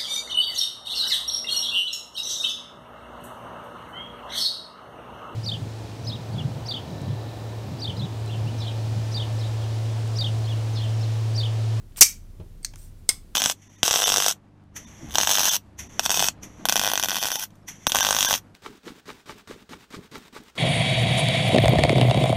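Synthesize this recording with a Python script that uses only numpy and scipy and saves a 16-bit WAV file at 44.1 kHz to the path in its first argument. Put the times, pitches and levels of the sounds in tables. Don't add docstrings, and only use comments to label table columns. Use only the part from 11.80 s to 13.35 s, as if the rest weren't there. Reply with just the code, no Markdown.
import sys
import numpy as np
from scipy import signal
from scipy.fft import rfft, irfft
from scipy.io import wavfile
from scipy.ndimage import uniform_filter1d

SR = 44100
rng = np.random.default_rng(int(sys.argv[2]) if len(sys.argv) > 2 else 0)


def level_to_linear(level):
    exponent = np.asarray(level, float) / 20
    return 10 ** exponent


def log_audio(samples):
    frames = np.atleast_2d(samples).T
    limited = np.clip(frames, -1, 1)
    pcm = np.round(limited * 32767).astype(np.int16)
    wavfile.write(sys.argv[1], SR, pcm)


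N = 68355


def read(points, hz):
    f, value = np.transpose(points)
    return np.interp(np.log(hz + 1), np.log(f + 1), value)


def evened(x):
    return x / np.sqrt(np.mean(x ** 2) + 1e-20)


def add(mix, s, sound):
    part = mix[round(s * SR):][:len(sound)]
    part += sound[:len(part)]


def noise(points, size):
    full = max(size, 8192)
    hz = np.fft.rfftfreq(full, 1 / SR)
    spectrum = rfft(rng.standard_normal(full)) * level_to_linear(read(points, hz))
    return evened(irfft(spectrum, full))[:size]


def resonate(x, hz, width):
    r = np.exp(-np.pi * width / SR)
    pole = r * np.exp(2j * np.pi * hz / SR)
    return 2 * signal.lfilter([1 - r], [1, -pole], x + 0j).real


def wavering_tone(size, hz, width):
    once = resonate(rng.standard_normal(size), hz, width)
    return resonate(once, hz, width)


# (frequency [Hz], level [dB])
TONE_COLOUR = [(15, -8.5), (60, -2.5), (140, -9), (474, -25), (847, -33), (2080, -39), (6100, -41.5),
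               (15400, -44)]
# (frequency [Hz], width [Hz], level [dB])
HUM = [(29.07, 7.4, -55.5), (92, 38, -53.5)]


def room_tone():
    t = np.arange(N) / SR
    air = level_to_linear(-50) * noise(TONE_COLOUR, N)
    hum = sum(level_to_linear(db) * evened(wavering_tone(2 * N, hz, width)[N:]) for hz, width, db in HUM)
    motor_hz, motor_db = 29.5, -47
    motor = level_to_linear(motor_db) * np.sqrt(2) * np.sin(2 * np.pi * motor_hz * t)
    return air + hum + motor


# (time [s], level [dB], colour centre [Hz], length [s])
TICKS = [(.1617, -42, 2900, .008), (.1612, -45, 7900, .005), (.1812, -35, 1300, .005),
         (.1802, -44, 700, .006), (.9358, -52, 6000, .02), (.9365, -44, 1450, .012),
         (.9365, -49, 780, .015), (.9585, -39, 7500, .004), (.9590, -44, 1600, .006),
         (.122, -59, 2990, .0067), (.599, -61, 2970, .07), (.9585, -46, 3600, .005),
         (.937, -51, 3000, .012), (.9585, -50, 13000, .003), (.602, -58, 1300, .04), (.179, -44, 2600, .01),
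         (.180, -44, 5500, .006)]


def ticks():
    out, t = np.zeros(N), np.arange(SR // 20) / SR
    for s, db, hz, length in TICKS:
        colour = [(hz / 5, -20), (hz / 1.5, -4), (hz, 0), (hz * 1.5, -8), (hz * 4, -30)]
        add(out, s, noise(colour, len(t)) * level_to_linear(db - 30 * t / length))
    return out


# (frequency [Hz], time to fade 60 dB [s])
ROOM_DECAY = [(200, 0.042), (1000, 0.24), (3000, 0.22), (6000, 0.2), (10000, .2), (16000, 0.22)]


def room(x):
    hz, t, z = signal.stft(rng.standard_normal(SR // 2), SR, nperseg=128)
    fade = level_to_linear(-60 * t / read(ROOM_DECAY, hz)[:, None])
    tail = signal.istft(z * fade, SR, nperseg=128)[1]
    build_up_s = 0.0038
    tail = tail * np.clip(np.arange(len(tail)) / SR / build_up_s, 0, 1) ** 2
    return signal.fftconvolve(x, tail / np.linalg.norm(tail))[:N]


# (start time [s], rise [s], hold [s], fall [s], level [dB])
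SLIDES = [
    (0.161, 0.013, 0.02, 0.014, -38.5),
    (0.2, 0.0079, .008, 0.0046, -40),
    (0.947, .04, 0.059, 0.102, -62),
    (1.171, 0.017, 0.0066, 0.019, -73.5),
    (1.523, 0.022, .03, .01, -74),
]
# (frequency [Hz], level [dB])
SLIDE_COLOUR = [(500, -35), (1500, -10), (4400, -6.5), (6500, -4.5), (9000, -4.5), (10600, -12.5),
                (12300, -6), (15400, -8.5)]
# (frequency [Hz], width [Hz], level [dB])
SLIDE_RINGS = [(5800, 300, -6), (7600, 300, -3), (8340, 200, -1), (9200, 400, -2), (12100, 350, -6),
               (14200, 400, -10)]


def slides():
    out, t = np.zeros(N), np.arange(N) / SR
    grit = rng.standard_normal(N)
    unsteady = evened(uniform_filter1d(rng.standard_normal(N), size=90))
    grit = grit * level_to_linear(1.6 * unsteady)
    rings = np.zeros(N)
    for hz, width, db in SLIDE_RINGS:
        waver = evened(uniform_filter1d(rng.standard_normal(N), size=700))
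        rings += level_to_linear(db + 2.4 * waver) * evened(resonate(grit, hz, width))
    rings = evened(rings)
    rub = noise(SLIDE_COLOUR, N)
    for s, rise, hold, fall, db in SLIDES:
        end = s + rise + hold + fall
        swell = np.clip(np.minimum((t - s) / rise, (end - t) / fall), 0, 1) ** 2
        ring_db = 1 - 0.2 * (db - SLIDES[0][4])
        out += level_to_linear(db) * swell * (rub + level_to_linear(ring_db) * rings)
    return out


def steel(blows, modes, crack, damp, crack_db, crack_t60, spread_db, rise_s, low_hz):
    out, t = np.zeros(N), np.arange(SR // 4) / SR
    hz, db, t60 = np.transpose(modes)[:, :, None]
    thin = signal.butter(2, low_hz, "high", fs=SR, output="sos")
    fade = level_to_linear(-60 * t / (damp * np.minimum(t60, .2)))
    for s, blow_db, bright_db in blows:
        luck = rng.standard_normal((3, len(modes), 1))
        size = level_to_linear(db + spread_db * luck[0] + bright_db * np.log2(hz / 7000))
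        wobble = uniform_filter1d(rng.standard_normal((len(modes), len(t))), size=130, axis=1)
        flutter = level_to_linear(4 * evened(wobble))
        wave = np.sin(2 * np.pi * hz * (1 + 0.007 * luck[1]) * t + 2 * luck[2])
        ring = (size * flutter * fade * wave).sum(0)
        ring = ring * (1 - np.exp(-t / rise_s)) / np.linalg.norm(size)
        ring = signal.sosfilt(thin, signal.sosfilt(thin, ring))
        colour = [(f, d + bright_db * np.log2(max(f, 3000) / 7000)) for f, d in crack]
        snap = noise(colour, len(t)) * level_to_linear(crack_db - 60 * t / crack_t60)
        snap = snap * np.minimum(t / .0003, 1)
        add(out, s, level_to_linear(blow_db) * (ring + snap))
    return out


# (time [s], level [dB], brightness [dB per octave])
OPEN_BLOWS = [(.2094, 2.5, 12), (.2110, -1.5, 13.5), (.2128, 2, -6.5), (.2150, 1, 0), (.2175, 3, -3),
              (.2212, -1.5, -10.5), (.2232, 3, -5.5), (.2268, -3.5, -1), (.2306, -3.5, -2.5),
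              (.2338, -14.5, -4.5), (.2425, -20.5, 0.5), (.2610, -23, -0.5)]
# (frequency [Hz], level [dB], time to fade 60 dB [s])
OPEN_MODES = [(2155, -20.5, .06), (4376, -8, .04), (4680, -13.5, 0.086), (5417, 0.5, 0.04),
              (5720, -0.5, 0.031), (6045, -0.5, 0.052), (6477, -6.5, 0.025), (7143, -5.5, 0.055),
              (7602, -3, .06), (8386, -1.5, 0.055), (9370, -6, 0.046), (11460, -2.5, 0.024),
              (14320, -9, 0.028), (13400, -10, 0.04)]
# (frequency [Hz], level [dB])
OPEN_CRACK = [(88, -50.5), (150, -22), (946, -22.5), (2800, -7), (3970, -9), (5850, 6.5), (12500, -0.5),
              (14600, -6.5), (15400, -20.5)]


def slam():
    return steel(OPEN_BLOWS, OPEN_MODES, OPEN_CRACK, damp=0.33, crack_db=-1.0, crack_t60=0.012,
                 spread_db=3, rise_s=0.00021, low_hz=2000)


# (frequency [Hz], level [dB], time to fade 60 dB [s])
AFTER_RING = [(5400, -72, 1.2), (6050, -66, 1.2), (7300, -72, 1.1)]


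def singing():
    out, t = np.zeros(N), np.arange(N) / SR - OPEN_BLOWS[0][0]
    for hz, db, t60 in AFTER_RING:
        out += level_to_linear(db - 60 * t / t60) * (t > 0) * evened(resonate(rng.standard_normal(N), hz, 40))
    return out


# (time [s], burst length [s], level [dB])
WASHES = [
    (.212, .022, -16.5),
    (1.2905, .008, -28.5),
    (.8475, .006, -40),
]
# (frequency [Hz], level [dB])
OPEN_WASH = [(500, -36), (1000, -25.5), (2600, -13.5), (3900, -15), (5800, -3), (8000, -4.5), (11000, -15),
             (15500, -19.5)]
SHUT_WASH = [(400, -9), (1300, -14), (2600, -16), (3500, -9.5), (5130, -7), (8300, -5.5), (11000, -11.5),
             (15500, -22)]
LOCK_WASH = [(700, -33), (2050, -4), (3100, -20), (4300, 1), (6000, -2), (8400, -8), (10000, -18),
             (15500, -24)]
# (frequency [Hz], width [Hz], level [dB])
OPEN_BANDS = [(2265, 190, -17.5), (4410, 170, -15.5), (5500, 240, -7), (6110, 300, -5.5), (11500, 400, -16),
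              (13900, 600, -14.5)]
SHUT_BANDS = [(2127, 97, -8.5), (5160, 130, -13), (8370, 230, -12), (11300, 300, -20)]
LOCK_BANDS = [(2020, 200, -9.5), (6050, 300, -9), (8500, 150, -11), (14320, 200, -20)]


def washes():
    out, t = np.zeros(N), np.arange(SR // 10) / SR
    colours = (OPEN_WASH, SHUT_WASH, LOCK_WASH)
    all_bands = (OPEN_BANDS, SHUT_BANDS, LOCK_BANDS)
    for (s, length, db), colour, bands in zip(WASHES, colours, all_bands):
        rings = sum(level_to_linear(band_db) * evened(wavering_tone(len(t), hz, w)) for hz, w, band_db in bands)
        swell = np.sqrt(2) * np.sin(np.pi * np.minimum(t / length, 1))
        burst = np.zeros(N)
        add(burst, s, level_to_linear(db) * (noise(colour, len(t)) + rings) * swell)
        out += room(burst)
    return out


# (time [s], level [dB])
THUDS = [
    (.597, -28.5),
    (0.61, -33.5),
    (.621, -39.5),
    (.636, -41),
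    (0.657, -40),
]
# (frequency [Hz], level [dB], time to fade 60 dB [s])
THUD_MODES = [(98.4, 2, 0.084), (148, -3, 0.051), (346.6, -8, 0.08), (603, -16.5, 0.056), (881, -23, 0.064)]
# (frequency [Hz], level [dB])
THUD_COLOUR = [(100, -13.5), (400, 5.5), (1200, -15.5), (2000, -33), (3000, -22), (5000, -49)]


def thud():
    out, t = np.zeros(N), np.arange(SR // 4) / SR
    hz, mode_db, t60 = np.transpose(THUD_MODES)[:, :, None]
    for s, db in THUDS:
        modes = (level_to_linear(mode_db - 60 * t / t60) * np.sin(-2 * np.pi * hz * t)).sum(0)
        puff = noise(THUD_COLOUR, len(t)) * level_to_linear(-14.0 - 60 * t / 0.093)
        add(out, s, level_to_linear(db) * np.minimum(t / 0.0052, 1) * (modes + puff))
    return out


# (time [s], level [dB], brightness [dB per octave])
LOCK_CREAKS = [
    (.775, -62, 6),
    (.828, -47, 0),
    (.830, -43, 1),
    (.837, -48, 2),
    (.841, -48, 0),
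]
# (frequency [Hz], level [dB], time to fade 60 dB [s])
CREAK_MODES = [(2200, -8, 0.027), (4560, -1, 0.026), (4800, -15, 0.025), (6150, -27, 0.028),
               (8500, -1, 0.033), (11390, -11, 0.025), (14300, -17.5, 0.043)]
# (frequency [Hz], level [dB])
LOCK_CRACK = [(700, -58), (1100, -21), (1600, -9.5), (3170, -10.5), (4400, -7.5), (6550, 5.5), (10400, -13),
              (15400, -21.5)]


def creaks():
    return steel(LOCK_CREAKS, CREAK_MODES, LOCK_CRACK, damp=1.0, crack_db=-10.0, crack_t60=0.021,
                 spread_db=1.0, rise_s=0.00096, low_hz=1100)


# (time [s], level [dB], brightness [dB per octave])
LOCK_BLOWS = [
    (.8472, -20.5, -2),
    (.8480, -20.5, 6),
    (.8546, -30, 1),
    (.8620, -38, 0),
    (.8660, -40.5, 1),
]
# (frequency [Hz], level [dB], time to fade 60 dB [s])
LOCK_MODES = [(1570, 5.5, 0.021), (2030, -13.5, 0.14), (4340, 5, 0.1), (4430, 8.5, 0.036),
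              (5318, 0.5, 0.087), (6050, 6, 0.066), (6660, 7, 0.045), (7500, -6, 0.069),
              (8300, 5.5, 0.0897), (10300, -7, 0.08), (14320, -14.5, 0.11)]


def lock_release():
    return steel(LOCK_BLOWS, LOCK_MODES, LOCK_CRACK, damp=0.25, crack_db=1, crack_t60=0.013,
                 spread_db=1.85, rise_s=.0003, low_hz=970)


# (time [s], level [dB], brightness [dB per octave])
SHUT_BLOWS = [
    (1.2867, -43, 7),
    (1.2904, -9.5, -1.5),
    (1.2914, -9.5, 3),
    (1.2930, -21, -2),
    (1.2945, -17.5, 3),
    (1.2977, -18.5, 3),
    (1.3050, -21.5, 0.5),
    (1.3127, -28, -5),
]
# (frequency [Hz], level [dB], time to fade 60 dB [s])
SHUT_MODES = [(2013, -11, 0.058), (2143, -8.5, 0.096), (3220, -16, 0.052), (4000, -12.5, .04),
              (5080, -3.5, 0.065), (5240, -5, 0.084), (5954, -2.5, 0.038), (7530, -5.5, 0.06),
              (8540, 1, 0.08), (8410, -0.5, 0.04), (8940, -8.5, .04), (9680, -7.5, .04),
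              (11405, -16.5, 0.08), (6400, -0.5, 0.041)]
# (frequency [Hz], level [dB])
SHUT_CRACK = [(120, -42), (250, -12), (800, -20), (1500, -16), (2140, -11), (5500, -1), (12000, -9.5),
              (15400, -19.5)]


def snap_shut():
    return steel(SHUT_BLOWS, SHUT_MODES, SHUT_CRACK, damp=0.44, crack_db=-2.0, crack_t60=0.012,
                 spread_db=0.99, rise_s=0.00018, low_hz=1100)


# (frequency [Hz], level [dB], time to fade 60 dB [s])
HANDLE_MODES = [(270, -36, 0.028), (460, -34, 0.038), (713, -33.5, 0.046), (832, -36.5, .035),
                (1054, -40, 0.085), (1387, -35, 0.043), (1533, -32.5, .06), (1830, -40, 0.054)]


def handle():
    out, t = np.zeros(N), np.arange(SR // 8) / SR
    hz, db, t60 = np.transpose(HANDLE_MODES)[:, :, None]
    knock = (level_to_linear(db - 60 * t / t60) * np.sin(2 * np.pi * hz * t)).sum(0)
    add(out, SHUT_BLOWS[1][0], knock)
    return out


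def scene():
    opening = slam()
    closing = snap_shut() + handle()
    lock = lock_release()
    small = creaks() + ticks() + slides()
    wet = level_to_linear(-20.5) * opening + level_to_linear(-19.5) * closing + level_to_linear(-22) * lock + level_to_linear(-9) * small
    knife = opening + closing + lock + small
    return (knife + room(wet) + singing() + thud() + room_tone() + washes())[None]


def top_cut(x):
    return signal.sosfilt(signal.butter(12, 15580, fs=SR, output="sos"), x)


def record(dry):
    mix = np.clip(dry, -1.0, 1.0)
    return top_cut(mix)


dry = scene()
out = record(dry)
log_audio(out)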